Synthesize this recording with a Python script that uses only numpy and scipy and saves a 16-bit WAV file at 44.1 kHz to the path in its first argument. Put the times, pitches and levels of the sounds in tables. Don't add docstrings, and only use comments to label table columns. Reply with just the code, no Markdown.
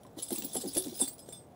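import sys
import numpy as np
from scipy import signal
from scipy.fft import rfft, irfft
from scipy.io import wavfile

SR = 44100
rng = np.random.default_rng(int(sys.argv[2]) if len(sys.argv) > 2 else 0)


def to_wav(s):
    ch = np.atleast_2d(s).T
    pcm = np.round(np.clip(ch, -1, 1) * 32767)
    wavfile.write(sys.argv[1], SR, pcm.astype(np.int16))


N = 68355

# (frequency [Hz], relative level [dB])
LINK_MODES = [(3550, -2), (4576, -3), (5078, -2), (7434, -9), (7747, -5), (8326, 1), (9070, -11),
              (9615, -6), (9781, 2), (10354, 0), (10513, -7), (11047, -8), (11353, -11), (12912, -14),
              (15208, -2), (15396, 0), (15490, -1)]
GROUP_EDGES_HZ = [6000, 8700, 14000]
# (frequency [Hz], relative level [dB])
CONTACT_COLOUR = [(300, 0), (900, -2.5), (1500, -8.5), (2200, -7), (3400, 2.5), (6000, 0.5), (8000, -2),
                  (10500, 0.5), (12000, 2), (14000, -12.5), (16000, 9.5)]

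EVENT_SIZE = 11025
AGE = np.arange(EVENT_SIZE) / SR
BLOW_S = .02

CRACK_T60_S = 0.0057
FREE_T60_S, JAMMED_T60_S = .19, .026
LOW_RING_DB = -13


def undb(db):
    return 10 ** (np.asarray(db) / 20)


def unit(x):
    return x / np.sqrt(np.mean(x ** 2))


def blow(x, db):
    return x * undb(db) * np.sqrt(BLOW_S * SR / np.sum(x ** 2))


def fade(t60):
    return np.exp(-np.log(1000) * AGE / t60)


def add(out, start, x):
    i = int(start * SR)
    out[i:i + len(x)] += x[:N - i]


def colour(x, points):
    hz, db = np.array(points, float).T
    size = 1024
    grid_hz = np.arange(size // 2 + 1) * SR / size
    level_db = np.interp(np.log(grid_hz + 1), np.log(hz), db)
    cepstrum = irfft(np.log(undb(level_db)))
    cepstrum[1:size // 2] *= 2
    cepstrum[size // 2 + 1:] = 0
    response = irfft(np.exp(rfft(cepstrum)))
    return signal.fftconvolve(x, response)[:len(x)]


def ring(x, hz, t60):
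    radius = np.exp(-np.log(1000) / (t60 * SR))
    angle = 2 * np.pi * hz / SR
    sign = rng.choice([-1, 1])
    feedback = [1, -2 * radius * np.cos(angle), radius * radius]
    return sign * signal.lfilter([1, 0, -1], feedback, x + 1e-18)


def flurry(length, rate, count=32):
    scatter_db = 0.5
    when = rng.random(count)
    when[0] = 0
    sizes = undb(scatter_db * rng.standard_normal(count)) * rng.choice([-1, 1], count)
    sizes = sizes * (.5 + np.sin(np.pi * when))
    used = 1 + int(length * rate)
    places = (when * length * SR).astype(int)
    return np.bincount(places[:used], sizes[:used], EVENT_SIZE)


def crack():
    scatter_t60_s, scatter_db = 0.052, -11
    envelope = fade(CRACK_T60_S) + undb(scatter_db) * fade(scatter_t60_s)
    return rng.standard_normal(EVENT_SIZE) * envelope


def air():
    # (frequency [Hz], relative level [dB])
    air_colour = [(25, -20), (60, -3), (130, 5), (250, 1.5), (450, -1.5), (680, -1), (1100, -14.5),
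                  (1800, -22.5), (9000, -41.5), (16000, -49.5)]
    air_db = -55
    return undb(air_db) * unit(colour(rng.standard_normal(N), air_colour))


def reflections(near):
    echo_t60_s, echo_db = .16, -7
    echo = rng.standard_normal(EVENT_SIZE) * fade(echo_t60_s)
    return undb(echo_db) * signal.fftconvolve(near, echo / np.linalg.norm(echo))[:N]


def tap():
    tap_s, tap_hz, tap_db = 0.05, 1040, -59.5
    out = np.zeros(N)
    add(out, tap_s, blow(ring(crack(), tap_hz, JAMMED_T60_S), tap_db))
    return out


def tyre_thump(force, centre_hz, centre_t60):
    tyre_modes = [165, 205, 245, 275, 320, 374, 450, 535]
    side_t60_s, width_octaves = 0.089, .65
    centre_db = 3
    detuning = .05
    octaves = abs(np.log2(np.array(tyre_modes) / centre_hz))
    thump = np.zeros(EVENT_SIZE)
    for hz, away in zip(tyre_modes, octaves):
        weight = np.exp(-(away / width_octaves) ** 2)
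        if away == octaves.min():
            mode = blow(ring(force, hz, centre_t60), centre_db)
            mode *= np.sqrt(centre_t60 / side_t60_s)
        else:
            detuned_hz = hz * (1 + detuning * rng.standard_normal())
            mode = blow(ring(force, detuned_hz, side_t60_s), 0)
        thump += weight * mode
    return thump


def tyre_knock(hits):
    # (frequency [Hz], relative level [dB])
    knock_colour = [(70, -27.5), (170, -15.5), (520, 4), (640, -6), (770, 4.5), (1050, -16), (1500, -21.5),
                    (3000, -27.5)]
    knock_t60_s = 0.042
    burst = rng.standard_normal(EVENT_SIZE) * fade(knock_t60_s)
    return colour(signal.fftconvolve(hits, burst)[:EVENT_SIZE], knock_colour)


def tyre():
    # (time [s], length [s], thump level [dB],
    # centre of the thump [Hz], T60 of the tone nearest that centre [s], knock level [dB])
    slap_list = [(.168, .022, -43.5, 310, 0.055, -52), (0.303, 0.0088, -51, 295, 0.049, -45),
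                 (0.316, 0.013, -35, 313, 0.13, -49.5), (0.375, .020, -45.5, 298, 0.064, -63),
                 (0.418, 0.038, -42, 257.4, 0.081, -54), (.544, .02, -41.5, 435, 0.17, -42.5),
                 (0.556, 0.023, -40.5, 250, .16, -45.5), (0.636, 0.0043, -43, 394, 0.017, -52),
                 (0.647, 0.015, -37, 287, 0.13, -51), (0.757, 0.013, -37.5, 310, 0.072, -46),
                 (0.766, .012, -38, 387, 0.25, -44.5), (0.847, 0.039, -39, 252, 0.13, -50.5),
                 (0.917, 0.014, -47, 310, 0.13, -65), (0.994, 0.01, -55.5, 310, 0.1, -45.5),
                 (1.009, .014, -36.5, 270, .11, -43.5), (1.287, 0.0022, -60, 300, .06, -52.5)]
    contacts_per_s = 400
    rubber_contact_s = .0012
    low_cut_hz = 112
    push = np.sin(np.pi * np.minimum(AGE / rubber_contact_s, 1)) ** 2
    out = np.zeros(N)
    for start, length, thump_db, centre_hz, centre_t60, knock_db in slap_list:
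        hits = flurry(length, contacts_per_s)
        force = signal.fftconvolve(hits, push)[:EVENT_SIZE]
        thump = tyre_thump(force, centre_hz, centre_t60)
        add(out, start, blow(thump, thump_db) + blow(tyre_knock(hits), knock_db))
    return signal.sosfilt(signal.butter(2, low_cut_hz, "high", fs=SR, output="sos"), out)


def rattle(count=40):
    # (time [s], level [dB])
    rattle_levels = [(0.158, -70), (0.186, -47.5), (.29, -55), (.33, -45), (.45, -49), (.49, -50.5),
                     (0.562, -46), (.71, -47.5), (.85, -43), (.92, -51), (1.049, -39), (1.099, -53.5),
                     (1.161, -65.5), (1.36, -59.5), (1.46, -72.5)]
    contacts_per_s, scatter_db = 1600, 3.5
    tink_t60_s = .022
    tink_db, ringing_db = -7, -9
    happens = rng.random(N) < contacts_per_s / SR
    sizes = undb(scatter_db * np.clip(rng.standard_normal(N), -2, 2))
    hits = happens * sizes * rng.choice([-1, 1], N)

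    noise = signal.fftconvolve(abs(hits), fade(CRACK_T60_S))[:N] * rng.standard_normal(N)
    grating = colour(noise, CONTACT_COLOUR)

    link = rng.integers(0, count, N)
    tinks = np.zeros(N)
    for k, hz in enumerate(rng.uniform(3000, 12500, count)):
        tinks += ring(hits * (link == k), hz, tink_t60_s)

    ringing = np.zeros(N)
    for hz, db in LINK_MODES:
        level_db = db + LOW_RING_DB * (hz < GROUP_EDGES_HZ[0])
        ringing += undb(level_db) * ring(hits, hz, FREE_T60_S)

    gain = undb(np.interp(np.arange(N) / SR, *np.array(rattle_levels).T))
    return gain * (unit(grating) + undb(tink_db) * unit(tinks) + undb(ringing_db) * unit(ringing))


def pings():
    # (time [s], frequency [Hz], level ahead of the swell and fade [dB])
    ping_list = [(.260, 5078, -56), (.515, 3550, -55), (.562, 5078, -51), (.605, 4576, -51),
                 (.670, 5078, -45), (.677, 4576, -49), (.774, 3550, -45), (.930, 4576, -56),
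                 (.940, 5078, -49), (.980, 5078, -50), (1.022, 3550, -47), (1.191, 5078, -58),
                 (1.220, 8326, -53), (1.255, 8326, -55), (1.284, 8326, -52), (1.322, 8326, -44),
                 (1.324, 3550, -51), (1.335, 5078, -58), (1.368, 8326, -53)]
    rise_t60_s, fade_t60_s = .03, .2
    out = np.zeros(N)
    for start, hz, db in ping_list:
        note = np.sqrt(2) * np.sin(2 * np.pi * hz * AGE)
        add(out, start, undb(db) * note * (fade(fade_t60_s) - fade(rise_t60_s)))
    return out


def link_ring(scrape, jam_db):
    pinched_t60_s, free_db = .06, -14
    jammed_spread, pinched_spread = .025, .004
    groups = np.zeros((4, EVENT_SIZE))
    for hz, db in LINK_MODES:
        jammed_hz = hz * (1 + jammed_spread * rng.uniform(-0.93, 1))
        pinched_hz = hz * (1 + pinched_spread * rng.standard_normal())
        jammed = ring(scrape, jammed_hz, JAMMED_T60_S)
        pinched = ring(scrape, pinched_hz, pinched_t60_s)
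        free = ring(scrape, hz, FREE_T60_S)
        group = np.searchsorted(GROUP_EDGES_HZ, hz)
        groups[group] += undb(db) * (undb(jam_db) * jammed + pinched + undb(free_db) * free)
    return groups


def clashes():
    # (time [s], flurry length [s], contact noise level [dB],
    # ring level of the middle tones [dB], of the high tones [dB], of the top tones [dB])
    clash_list = [ (.033, 0.0015, -58.5, -88, -68, -90), (.066, 0.0012, -61.5, -74, -87, -90),
                  (0.187, 0.016, -39.5, -82, -70, -80), (0.222, .012, -41.5, -44.5, -35, -50),
                  (.280, 0.01, -49, -52, -46, -70), (.3058, .001, -44.5, -46.5, -43, -75),
                  (.322, 0.016, -37, -55, -37.5, -68), (.351, .014, -42, -43.5, -43, -52),
                  (.380, .003, -38, -45.5, -65, -37), (.420, 0.0057, -38.5, -51, -67, -72),
                  (0.437, 0.014, -41.5, -52.5, -41.5, -37.5), (.531, .004, -49, -48.5, -42.5, -68),
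                  (0.542, 0.016, -37.5, -50, -35.5, -71), (0.562, 0.01, -40, -41.5, -35, -66),
                  (0.606, 0.018, -39, -44.5, -45, -64), (0.673, .012, -67, -77, -40.5, -50),
                  (0.732, 0.002, -60, -52, -42, -66), (.744, 0.012, -41, -47.5, -42.5, -67),
                  (.766, 0.008, -34, -65, -33.5, -56), (0.772, .014, -44, -37.5, -27.5, -58),
                  (.945, 0.034, -65, -62, -48, -45), (.988, .02, -53, -43.5, -38.5, -61),
                  (1.004, 0.016, -42, -29.5, -26, -62), (1.072, .014, -40.5, -41, -48.5, -41.5),
                  (1.126, 0.0068, -59, -78, -50.5, -57), (1.181, 0.0018, -60, -64, -60, -77),
                  (1.191, .005, -51, -64, -51.5, -77), (1.2858, 0.0057, -53, -55, -58, -86),
                  (1.321, 0.011, -46.5, -54, -48.5, -80)]
    contacts_per_s = 950
    jammed_db = 3.5
    slack_s, slack_db = 1.11, -12
    out = np.zeros(N)
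    for start, length, noise_db, middle_db, high_db, top_db in clash_list:
        ring_db = [middle_db + LOW_RING_DB, middle_db, high_db, top_db]
        jam_db = jammed_db + slack_db * (start > slack_s)
        scrape = signal.fftconvolve(flurry(length, contacts_per_s), crack())[:EVENT_SIZE]
        clash = blow(colour(scrape, CONTACT_COLOUR), noise_db)
        for tones, db in zip(link_ring(scrape, jam_db), ring_db):
            clash += blow(tones, db)
        add(out, start, clash)
    return out


def scene():
    near = tap() + tyre() + rattle() + pings() + clashes()
    return (near + reflections(near) + air())[None]


def record(dry):
    top_hz = 15700
    return signal.sosfilt(signal.ellip(12, .2, 70, top_hz, fs=SR, output="sos"), dry)


dry = scene()
out = record(dry)
to_wav(out)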